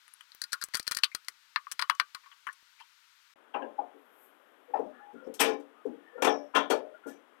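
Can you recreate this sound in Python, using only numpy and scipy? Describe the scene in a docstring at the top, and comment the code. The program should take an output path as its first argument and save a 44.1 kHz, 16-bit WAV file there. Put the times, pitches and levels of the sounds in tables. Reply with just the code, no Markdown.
"""A drawer slide is worked into a hollow sheet-steel cabinet in a woodshop, heard on the left channel only.
It rubs, knocks, rattles and latches: filtered impacts ring dense and single wall modes, friction holds notes.
Before it, a wrench clicks and clinks on a caster bolt, small, dry and thin: short bursts and brief steel modes.
Shaped noise makes a faint high hiss and the room noise, which breaks off briefly between the two jobs.
"""
import sys
import numpy as np
from scipy import signal
from scipy.fft import rfft, irfft, next_fast_len
from scipy.io import wavfile
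from scipy.ndimage import uniform_filter1d

SR = 44100
rng = np.random.default_rng(int(sys.argv[2]) if len(sys.argv) > 2 else 0)


def master(y):
    """Save y as 16-bit WAV."""
    cut = np.clip(np.atleast_2d(y).T, -1, 1)
    pcm = np.round(cut * 32767)  # scale
    wavfile.write(sys.argv[1], SR, pcm.astype(np.int16))


N = 326340

GRID_HZ = np.geomspace(100, 16000, 90)  # frequencies at which blow spectra are computed
KNOCK_CORNER_HZ = 464  # the box booms fully below this


def slide_knocks():
    """The rail rattles home in a spray of small impacts; the box and the shop around it ring far longer."""
    # slide against cabinet: (time [s], contact [s], favoured wall mode [Hz], lift around it [dB],
    # level before colouring [dB], treble fall [dB per octave])
    knocks = [(3.543, 0.0092, 950, 11, 14.5, 9), (3.605, 0.028, 561.5, 9.5, 6.5, 10.5),
              (3.788, 0.0032, 827, 19, 5, 13), (3.938, 0.014, 430.7, 18.5, -18, 22),
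              (4.697, 0.0066, 487, 2.5, -4.5, 11), (4.741, 0.015, 745, 19.5, 8, 12),
              (4.785, 0.013, 443, -2, 19, 25), (5.128, 0.0091, 391, -8, 15, 47),
              (5.263, 0.008, 490, -5.5, 17, 24.5), (5.34, 0.001, 444, 8, -24.5, -2.5),
              (5.394, 0.022, 2560, 3.5, 23, 3.5), (5.432, 0.09, 445, 5, 15.5, 4),
              (5.598, 0.0023, 419, 3, -34, 1), (5.856, 0.0053, 469, -1.5, 21, 26.5),
              (6.171, .01, 486, 3, 6, 11.5), (6.221, 0.0015, 522, 4, 22.5, 4.5),
              (6.244, 0.0047, 5300, -0.5, 24, 4.5), (6.266, 0.0032, 741, 4, 27.5, 7),
              (6.537, 0.04, 1420, 18.5, 17.5, 9), (6.547, 0.018, 3230, 5, 23.5, 5),
              (6.699, 0.0091, 433, 12.5, 19, 4), (7.056, 0.0097, 449.7, 1, 13, 17.5),
              (7.065, 0.1, 422, 6.5, -30.5, -4)]
    # resonances common to all knocks: (frequency [Hz], gain [dB])
    knock_body = [(60, -41), (150, -28.5), (200, -12.5), (250, -1.5), (450, -3.5), (850, 1), (1400, 0),
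                  (2000, -0.5), (3200, 1.5), (4500, 6), (8500, 8), (12000, -3.5), (15500, -37)]
    # broad treble ringing of the thin rail: (frequency [Hz], gain [dB])
    rail_colour = [(3700, -2), (4600, -7), (5800, 0.5), (7100, -3.5), (8300, -2), (9800, -1), (11500, 5),
                   (14000, 19)]
    # cabinet walls and slide rail: (frequency [Hz], mean relative level [dB], t60 [s])
    cabinet_modes = [(244.5, -6, .26), (283.2, -1, 0.33), (384.3, -3.5, 0.22), (444, 4, 0.22),
                     (522, -2, 0.35), (614, -7.5, 0.35), (719, -3.5, .3), (827, 3, .28), (959, 0, 0.15),
                     (1044, -0.5, 0.27), (1300, 1.5, 0.17), (1436, 2, 0.2), (1710, 0.5, .28),
                     (1788, 3, 0.21), (2315, 2.5, 0.26), (2460, 4.5, 0.15), (2730, 3.5, 0.12),
                     (3080, 2.5, 0.22), (3260, 7, 0.18), (3440, 1.5, 0.12), (3774, 2, .24), (4380, 5, 0.16),
                     (4775, -0.5, 0.24), (5380, 0.5, 0.21), (6078, -1.5, 0.234)]
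    # decay of the dense ring: (frequency [Hz], t60 [s])
    knock_decay = [(200, 0.38), (530, 0.37), (1400, 0.22), (3700, 0.19), (9700, 0.12)]
    out, t = np.zeros(N), np.arange(SR // 2) / SR
    for start_s, contact_s, wall_hz, lift_db, level_db, fall_db in knocks:
        spray = undb(-9) * bounces(t, 0.17)
        box = dense_ring(t, knock_decay)
        steel = undb(-24) * ring(t, cabinet_modes, scatter_db=3.0, detune=0.00049, split=.008)
        # the struck wall answers strongly at first, then rings on more quietly
        late_t60 = 0.42 * (KNOCK_CORNER_HZ / wall_hz) ** .5  # high modes die sooner
        wall = undb(-21.0) * ring(t, [(wall_hz, 2, .08), (wall_hz, -4, late_t60)], split=.015)
        vibration = even_out(spray + box, octaves=0.37) + steel + wall
        blow = unit(build_up(t, contact_s) * vibration)
        strength = knock_strength(wall_hz, lift_db, level_db, fall_db)
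        add(out, start_s, colour(blow, knock_body, rail_colour, strength))
    return out


def knock_strength(mode_hz, lift_db, level_db, fall_db, most_loss_db=62):
    """(Hz, dB) of one knock: a full boom, and treble that falls the faster the softer the blow."""
    # only hard knocks set the rail sizzling; the treble steps down between these edges: [Hz]
    sizzle_edges_hz = [2820, 3980]
    # the step is 8.5 dB at a fall of 4.44 dB per octave and grows with the square of the fall
    sizzle_loss_db = 8.5 * (fall_db / 4.44) ** 2
    step_db = np.interp(GRID_HZ, sizzle_edges_hz, [0, sizzle_loss_db])
    octaves = np.maximum(np.log2(GRID_HZ / KNOCK_CORNER_HZ), 0)
    loss_db = np.minimum(fall_db * octaves + step_db, most_loss_db)
    gain_db = level_db - loss_db + favour(mode_hz, lift_db, octaves=0.56)
    return list(zip(GRID_HZ, gain_db))


def wall_bonks():
    """A steel wall flexes under the rail: a few clean cycles swell into one note and fade."""
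    # (time [s], length [s], frequency [Hz], peak level [dB])
    bonks = [(3.538, 0.022, 816, -27), (3.779, 0.032, 828, -23), (4.735, 0.016, 823, -16),
             (4.792, 0.018, 462, -20.5), (5.402, 0.055, 449, -18.5), (5.46, 0.067, 444, -24),
             (5.851, 0.017, 450, -20)]
    out = np.zeros(N)
    for start_s, length_s, hz, peak_db in bonks:
        t = np.arange(int(length_s * SR)) / SR
        add(out, start_s, undb(peak_db) * np.hanning(len(t)) * np.sin(2 * np.pi * hz * t))
    return out


def rattles(rise_s=0.0044):
    """Loose steel chatters on; its micro-impacts feed one broad resonance."""
    # (time [s], centre [Hz], width [Hz], t60 of the impacts [s], energy [dB])
    chatters = [(2.787, 2240, 300, .07, -28), (2.799, 2830, 350, .08, -26), (2.817, 3200, 250, .046, -27),
                (3.537, 2900, 450, .19, -18), (3.539, 1600, 400, .14, -13), (3.54, 2630, 385, .095, -13.5),
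                (3.616, 1640, 130, .15, -14), (3.62, 2800, 350, .1, -23), (4.734, 2530, 450, .2, -29),
                (4.736, 1800, 150, .15, -18.5), (4.738, 1320, 150, .19, -19), (4.76, 800, 350, .25, -5),
                (5.39, 3300, 250, .14, -2.5), (5.398, 8250, 450, .11, 3), (5.403, 11430, 2800, .11, 1.5),
                (5.408, 2450, 450, .2, 3.5), (5.408, 1826, 150, .27, -2), (5.447, 3220, 700, .12, -3.5),
                (6.272, 3320, 400, .12, -3), (6.29, 5560, 450, .32, -11), (6.555, 3350, 400, .29, 0),
                (6.705, 1300, 300, .17, 0), (6.706, 820, 198, .24, 4), (6.73, 570, 200, .34, 4)]
    out, t = np.zeros(N), np.arange(SR // 3) / SR
    for start_s, hz, width_hz, t60, energy_db in chatters:
        chatter = build_up(t, rise_s) * impacts(t, t60)
        add(out, start_s, undb(energy_db) * unit(resonate(chatter, hz, width_hz)))
    return out


def slide_rubs(waver_share=0.016, grit_width=0.2, swell=0.59, flutter_db=2):
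    """Friction holds one rail resonance singing on a slightly wavering note, with grit around it."""
    # (time [s], length [s], frequency [Hz], rms level [dB], grit relative to the note [dB])
    rubs = [(4.675, 0.089, 496, -51, -8.5), (4.732, 0.033, 5350, -77.5, 2), (4.838, 0.098, 603, -46, -9.5),
            (4.906, .17, 1710, -59.5, -9.5), (4.923, 0.11, 1330, -58.5, 8), (4.98, 0.17, 824, -51, -11),
            (5.143, 0.12, 1400, -56, -6.5), (5.19, .17, 523, -47, -1), (5.23, .06, 5400, -76.5, 0),
            (5.719, .14, 1230, -62, -4), (6.001, 0.28, 1775, -60, -6.5), (6.116, 0.27, 481, -40, -3),
            (6.171, 0.059, 1400, -46.5, -10), (6.311, .19, 595.4, -43, -11.5),
            (6.796, 0.19, 612, -51.5, -5), (6.932, 0.051, 1410, -52.5, -12),
            (7.026, 0.085, 1400, -49.5, -12), (7.066, 0.073, 1717, -57, -11)]
    out = np.zeros(N)
    for start_s, length_s, hz, rms_db, grit_db in rubs:
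        size = int(length_s * SR)
        # the hand's pressure sways both pitch and level
        pressure = uniform_filter1d(rng.standard_normal(SR // 2), size=900)[:size]
        pressure = (pressure - pressure.mean()) / pressure.std()
        phase = 2 * np.pi * np.cumsum(hz * (1 + waver_share * pressure)) / SR
        song = undb(flutter_db * pressure) * np.sin(phase)
        grit = resonate(rng.standard_normal(SR // 2), hz, hz * grit_width)[:size]
        stroke = signal.windows.tukey(size, swell)
        rub = unit((unit(song) + undb(grit_db) * unit(grit)) * stroke)
        add(out, start_s, undb(rms_db) * np.sqrt(size) * rub)
    return out


def wrench():
    """Hard steel contacts: a snap, a burst of chatter, then the short ring of tool, bracket and panel."""
    # wrench on caster bracket: (time [s], contact [s], favoured mode [Hz], lift around it [dB],
    # level before colouring [dB], loss to a soft contact [dB], bracket clink [dB])
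    clicks = [(0.0791, 0.0011, 10130, 8, -13.5, 18.5, -12), (0.137, 0.0, 10590, 23.5, -20.5, 14, -13),
              (0.2075, 0.0019, 3200, 14, -10, 17, -26), (0.318, 0.0013, 4110, 13, -21, 14, 3.5),
              (0.3468, 0.0024, 15070, 20.5, -19.5, 9, -6), (0.4165, 0.00095, 1660, 11, -9.5, -2.5, 9),
              (0.438, 0.0, 1700, 9, -11, 3, 13), (0.52, 0.015, 1380, 8, -8, 5, 6),
              (0.5295, 0.00099, 1560, 11, 0, 2, 3.0), (0.5335, 0.003, 1470, 15, 0, 14, 3),
              (0.6127, 0.0067, 1540, 16.5, -10, 3.5, 6), (0.6225, 0.0028, 1330, 13.5, -6, 9.5, 12.5),
              (0.6389, 0, 1220, 8, -10.0, -7.5, -8), (0.6857, 0.00067, 1530, 1, -16.5, 12, -13),
              (0.736, 0.018, 1880, 13, -1, 12, 1), (0.745, 0.00062, 1510, -4, 4, 10.5, 7),
              (0.7511, 0.0025, 1610, 4, 4, 5.5, 4), (0.7697, 0.0014, 1310, 4.5, -2, 5, -11),
              (0.7963, 0.00045, 1980, 4, -4, 4.5, 4.5), (0.8281, 0, 4970, 7, -37, -10.5, 4),
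              (0.867, 0.0071, 2630, 12.5, -6.5, 9, 6.5), (0.8779, 0.0, 1560, 8.5, -1.5, 4.5, 10.5),
              (0.911, 0.0018, 1300, 0, 7.5, 10.5, -7), (0.9189, 0.00024, 1340, 5.5, 4.5, 7.5, 0.5),
              (0.9481, 0.0, 2440, 3, -9.5, -0.5, 6.5), (0.967, 0.0, 1560, 4, -5, 12, 0.5),
              (0.9701, 0.0, 1830, 7, 1, 2.5, 0.5), (0.987, 0, 1512, 7, -3, 11.5, 6.5),
              (1.0335, 0, 2300, 3, -1.5, 16.5, -1), (1.0349, 0.00091, 2730, 17.5, 14, 17, 12),
              (1.0424, 0.0013, 3330, 18, 0, 5, 7), (1.1158, 0.0009, 2220, 30, -24, 17, 4),
              (1.1493, 0.0, 1440, 3.5, 1, 5, 2), (1.247, 0.0011, 4860, 9, -30.5, 5.5, 0),
              (1.2834, 0.00029, 2130, 6.5, 1, 8.5, 0.5), (1.5601, 0, 2750, 1, 24, 40.5, 10),
              (1.6685, 0.00052, 1220, 11.5, 5, 70, -4), (1.715, 0, 2910, 3, -5.5, 3.5, -3),
              (1.7205, 0, 2970, 4.5, -4.5, 1, -9), (1.7925, 0.0022, 1580, -0.5, 17.5, 26.5, 4),
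              (1.814, 0.0058, 4400, 6, 4.5, 17, -1), (1.8228, 0.0, 1070, 4, 17, 28.5, 7.5),
              (1.8977, 0.0, 1013, 8.5, 23.5, 28.5, -1.5), (1.9505, 0, 6330, 9, -15.5, 14, -7),
              (1.9975, 0.0025, 2350, 2, 24.5, 31, 5.5), (2.147, 0.0018, 1160, 5.5, 2, 18, 3),
              (2.2346, 0.014, 2300, 4, -9.5, 41, -0.5), (2.2595, 0.0023, 1050, 14, -11.5, 33, 2),
              (2.3136, 0.017, 3240, 15, -4.5, 44, -6), (2.4676, 0.0044, 1150, 4.5, 12.5, 35, -25),
              (2.4888, 0, 1640, 15.5, 10.5, 72, -0.0), (2.527, 0.006, 9000, 6, -28, 0.5, -6),
              (2.799, 0.0094, 860, 25, -10, 23, 0)]
    # resonances common to all clicks: (frequency [Hz], gain [dB])
    click_body = [(100, -19), (620, -16), (800, -16.5), (950, -5), (1080, -1), (1450, 2.5), (1850, 2),
                  (2300, -3), (3000, -4), (3700, -1), (4200, 7.5), (4900, 7), (5600, 4.5), (7200, 1.5),
                  (9500, 5), (12000, -3), (16000, -11)]
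    # wrench and caster steel: (frequency [Hz], mean relative level [dB], t60 [s])
    wrench_modes = [(1440, -2, .08), (1782, -1.5, 0.051), (2070, -6.5, .05), (2380, -2, .05),
                    (3010, -2.5, 0.093), (3330, -1.5, .06), (4150, -0.5, 0.035), (4530, -7, 0.061),
                    (4720, -1.5, .04), (4980, 2.5, .04), (5800, 5, .035), (7820, -0.5, 0.043)]
    # bottom panel, ringing on quietly: (frequency [Hz], mean relative level [dB], t60 [s])
    panel_modes = [(1110, -31, 0.16), (1155, -30, .1), (1254, -27.5, .11), (1400, -32, 0.1),
                   (1560, -30, .09)]
    # decay of the dense ring: (frequency [Hz], t60 [s])
    click_decay = [(500, 0.094), (1200, 0.07), (2500, 0.064), (5500, 0.04), (13000, 0.062)]
    out, t = np.zeros(N), np.arange(SR // 5) / SR
    for start_s, contact_s, mode_hz, lift_db, level_db, loss_db, bracket_db in clicks:
        snap = undb(-6) * (t == 0)
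        chatter = undb(1.5) * impacts(t, 0.01342)
        tail = undb(-6) * dense_ring(t, click_decay)
        steel = undb(-24.5) * ring(t, wrench_modes, scatter_db=4.5, detune=.006, split=0.0067)
        panel = ring(t, panel_modes, scatter_db=2, detune=.011, split=.03)
        # a long contact loses the snap and becomes a scuff
        blow = even_out(build_up(t, contact_s) * (snap + chatter + tail + steel + panel))
        strength = click_strength(mode_hz, lift_db, level_db, loss_db, bracket_db)
        add(out, start_s, colour(blow, click_body, strength))
    return out


def click_strength(mode_hz, lift_db, level_db, loss_db, bracket_db, bracket_hz=4450, bracket_oct=.2):
    """(Hz, dB) of one click: a hard blow, less what a soft contact takes away, plus the bracket's clink."""
    # a soft contact still rings the panel but loses snap and thump: (frequency [Hz], share of the loss [1])
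    soft_share = [(250, 0.968), (640, 0.43), (1050, 0.044), (1450, 0.26), (2000, .2), (3000, 0.33),
                  (4500, 0.76), (5600, 0.96), (7200, 1.165), (13000, 1.04)]
    lifts_db = favour(mode_hz, lift_db, octaves=0.21) + favour(bracket_hz, bracket_db, bracket_oct)
    gain_db = level_db - loss_db * along(GRID_HZ, soft_share) + lifts_db
    return list(zip(GRID_HZ, gain_db))


def thumps():
    """Wrench and hand jolt the bench: a short, dead thud, a coloured impulse mostly under a hard click."""
    # (time [s], energy [dB])
    jolts = [(.349, -36.5), (.418, -32), (.5305, -22), (.639, -24), (.686, -34), (.747, -13.5), (.8, -15.5),
             (.879, -17), (.912, -17.5), (.967, -24), (1.148, -16.5), (2.147, -33), (2.486, -34.5),
             (2.628, -41)]
    # (frequency [Hz], relative level [dB])
    thump_colour = [(100, -0.5), (300, 0.5), (650, -1), (1200, -10), (3000, -11.5)]
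    out, t = np.zeros(N), np.arange(SR // 20) / SR
    impulse = 1. * (t == 0)
    for start_s, energy_db in jolts:
        add(out, start_s, undb(energy_db) * unit(colour(impulse, thump_colour)))
    return out


def hiss():
    """A faint band of high noise, mostly 8 to 14 kHz, swells and fades."""
    # (time [s], rms level [dB])
    hiss_level = [(3.899, -93), (3.961, -78), (4.1, -74), (4.25, -60), (4.331, -77), (4.7, -82),
                  (4.798, -78)]
    # (frequency [Hz], relative level [dB])
    hiss_colour = [(4000, -26), (7000, -15), (8400, -8), (9500, -14.5), (10600, -1.5), (12800, 5),
                   (14300, -12), (15800, -20)]
    t, (time_s, rms_db) = np.arange(N) / SR, np.transpose(hiss_level)
    active = (t > time_s[0]) & (t < time_s[-1])
    return air(hiss_colour, np.interp(t, time_s, rms_db)) * active


def room_noise(thin_end_s=3.338, full_start_s=3.358):
    """Faint steady noise, thin under the wrench and fuller under the slide, silent for 20 ms between."""
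    # under the wrench: (frequency [Hz], relative density [dB])
    thin_air = [(100, -20), (600, -17), (750, -19.5), (900, 2.5), (1100, 1.5), (1450, 7.5), (1800, 4),
                (2400, 3.5), (4200, 2.5), (6500, -4), (11000, -12.5), (13500, -8.5), (15500, -20)]
    # under the slide: (frequency [Hz], relative density [dB])
    full_air = [(100, -27.5), (150, -20.5), (200, -4), (260, 7), (420, 9.5), (800, 7), (1450, 7),
                (2400, -3), (3300, -3.5), (4300, -17.5), (6500, -21.5), (12500, -20), (14000, -22.5),
                (15500, -30.5)]
    t = np.arange(N) / SR
    thin = air(thin_air, rms_db=-60.5) * (t < thin_end_s)
    full = air(full_air, rms_db=-58.5) * (t > full_start_s)
    return thin + full


def air(spectrum, rms_db):
    """Noise of a given colour and rms level."""
    return undb(rms_db) * np.sqrt(N) * unit(colour(rng.standard_normal(N), spectrum))


def build_up(t, contact_s):
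    """Vibration grows for as long as the parts scrape on each other."""
    return np.minimum((t + 1 / SR) / max(contact_s, 1 / SR), 1)


def impacts(t, t60):
    """A few sharp micro-impacts among many weak ones, dying away; unit energy."""
    grains = rng.standard_normal(len(t)) ** 3  # cubing makes the peaks sparse
    return unit(grains * fade(t, t60))


def bounces(t, t60, gap_s=0.013, count=9):
    """The rail hits and rebounds at uneven gaps, each time with a short crack; unit energy."""
    out = np.zeros(len(t))
    gaps_s = gap_s * (.5 + rng.random(count))
    hits_s = np.cumsum(gaps_s) - gaps_s[0]
    for hit_s, size in zip(hits_s, .5 + rng.random(count)):
        i = min(int(hit_s * SR), len(t) - 1)
        crack = impacts(t, 0.027)[:len(t) - i]
        out[i:] += size * fade(hit_s, t60) * crack
    return unit(out)


def dense_ring(t, decay, count=14):
    """Countless overlapping modes: bands of noise, each with its own decay; flat spectrum, unit energy."""
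    noise = rfft(rng.standard_normal(len(t)))
    hz = np.arange(len(noise)) * SR / len(t)
    edges_hz = np.append(0, np.geomspace(300, SR / 2, count))
    out = 0
    for lo, hi in zip(edges_hz, edges_hz[1:]):
        band = irfft(noise * ((hz >= lo) & (hz < hi)), len(t))
        t60 = along((lo + hi) / 2, decay)
        out = out + unit(band * fade(t, t60)) * np.sqrt(hi - lo)
    return unit(out)


def ring(t, modes, scatter_db=0, detune=0, split=0, count=3):
    """Modes in close, beating groups; every point of contact weights and loads them a little differently."""
    # detune shifts a whole group and split spreads it, both as shares of its pitch
    out = 0
    for (hz, db, t60), (size, shift) in zip(modes, rng.standard_normal((len(modes), 2))):
        apart, phase = rng.standard_normal((2, count, 1))
        live = t[t < max(t60, .01) * 1.3]  # skip the inaudible end
        group_hz = hz * (1 + detune * shift + split * apart)
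        wave = np.sin(2 * np.pi * (group_hz * live + phase)).sum(axis=0)
        mode = np.pad(unit(wave * fade(live, t60)), (0, len(t) - len(live)))
        out = out + undb(db + scatter_db * size) * mode
    return out


def favour(mode_hz, lift_db, octaves):
    """Lift in dB of the modes that lie near the one struck best."""
    return lift_db * np.exp(-.5 * (np.log2(GRID_HZ / mode_hz) / octaves) ** 2)


def even_out(x, octaves=0.53):
    """Flatten the smoothed spectrum, so that the given colour alone shapes the blow."""
    size = 4 * len(x)
    total = np.cumsum(np.abs(rfft(x, size)) ** 2)
    lo, hi = (np.clip(GRID_HZ * 2 ** (side * octaves), 0, SR / 2) * size / SR for side in (-.5, .5))
    bins = np.arange(len(total))
    power = (np.interp(hi, bins, total) - np.interp(lo, bins, total)) / (hi - lo)
    return colour(x, list(zip(GRID_HZ, -10 * np.log10(power + 1e-12))))


def resonate(x, hz, width_hz):
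    """Band-pass around one resonance."""
    edges_hz = np.clip([hz - width_hz / 2, hz + width_hz / 2], 20, SR * .45)
    return signal.sosfilt(signal.butter(2, edges_hz, "band", fs=SR, output="sos"), x)


def colour(x, *spectra):
    """Causal minimum-phase filter with the summed (Hz, dB) spectra, so that attacks stay sharp."""
    size = 2 * next_fast_len(len(x))
    hz = np.arange(size // 2 + 1) * SR / size
    gain = undb(sum(along(hz, s) for s in spectra))
    # folding the cepstrum onto positive time gives minimum phase
    cepstrum = irfft(np.log(gain))
    cepstrum[1:size // 2] *= 2
    cepstrum[size // 2 + 1:] = 0
    return irfft(rfft(x, size) * np.exp(rfft(cepstrum)))[:len(x)]


def along(hz, points):
    """Read (Hz, value) points on a log-frequency axis."""
    f, value = np.transpose(points)
    return np.interp(np.log(np.maximum(hz, 1)), np.log(f), value)


def fade(t, t60):
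    """Exponential decay, 60 dB in t60 seconds."""
    return np.exp(-np.log(1000) * t / t60)


def undb(db):
    """Decibels to gain."""
    return 10 ** (np.asarray(db) / 20)


def unit(x):
    """Scale to unit energy."""
    return x / np.sqrt(np.sum(x ** 2) + 1e-18)


def add(out, start_s, x):
    """Mix x in at start_s."""
    i = int(start_s * SR)
    out[i:i + len(x)] += x[:N - i]


def scene():
    """Slide and wrench over the room noise on the left; the right channel is silent."""
    slide = slide_knocks() + wall_bonks() + slide_rubs()
    left = slide + rattles() + wrench() + thumps() + hiss() + room_noise()
    return np.array([left, np.zeros(N)])


def record(dry):
    """A steep low-pass removes everything above 16 kHz."""
    return signal.sosfilt(signal.ellip(8, .2, 80, 16000, fs=SR, output="sos"), dry)


dry = scene()
out = record(dry)
master(out)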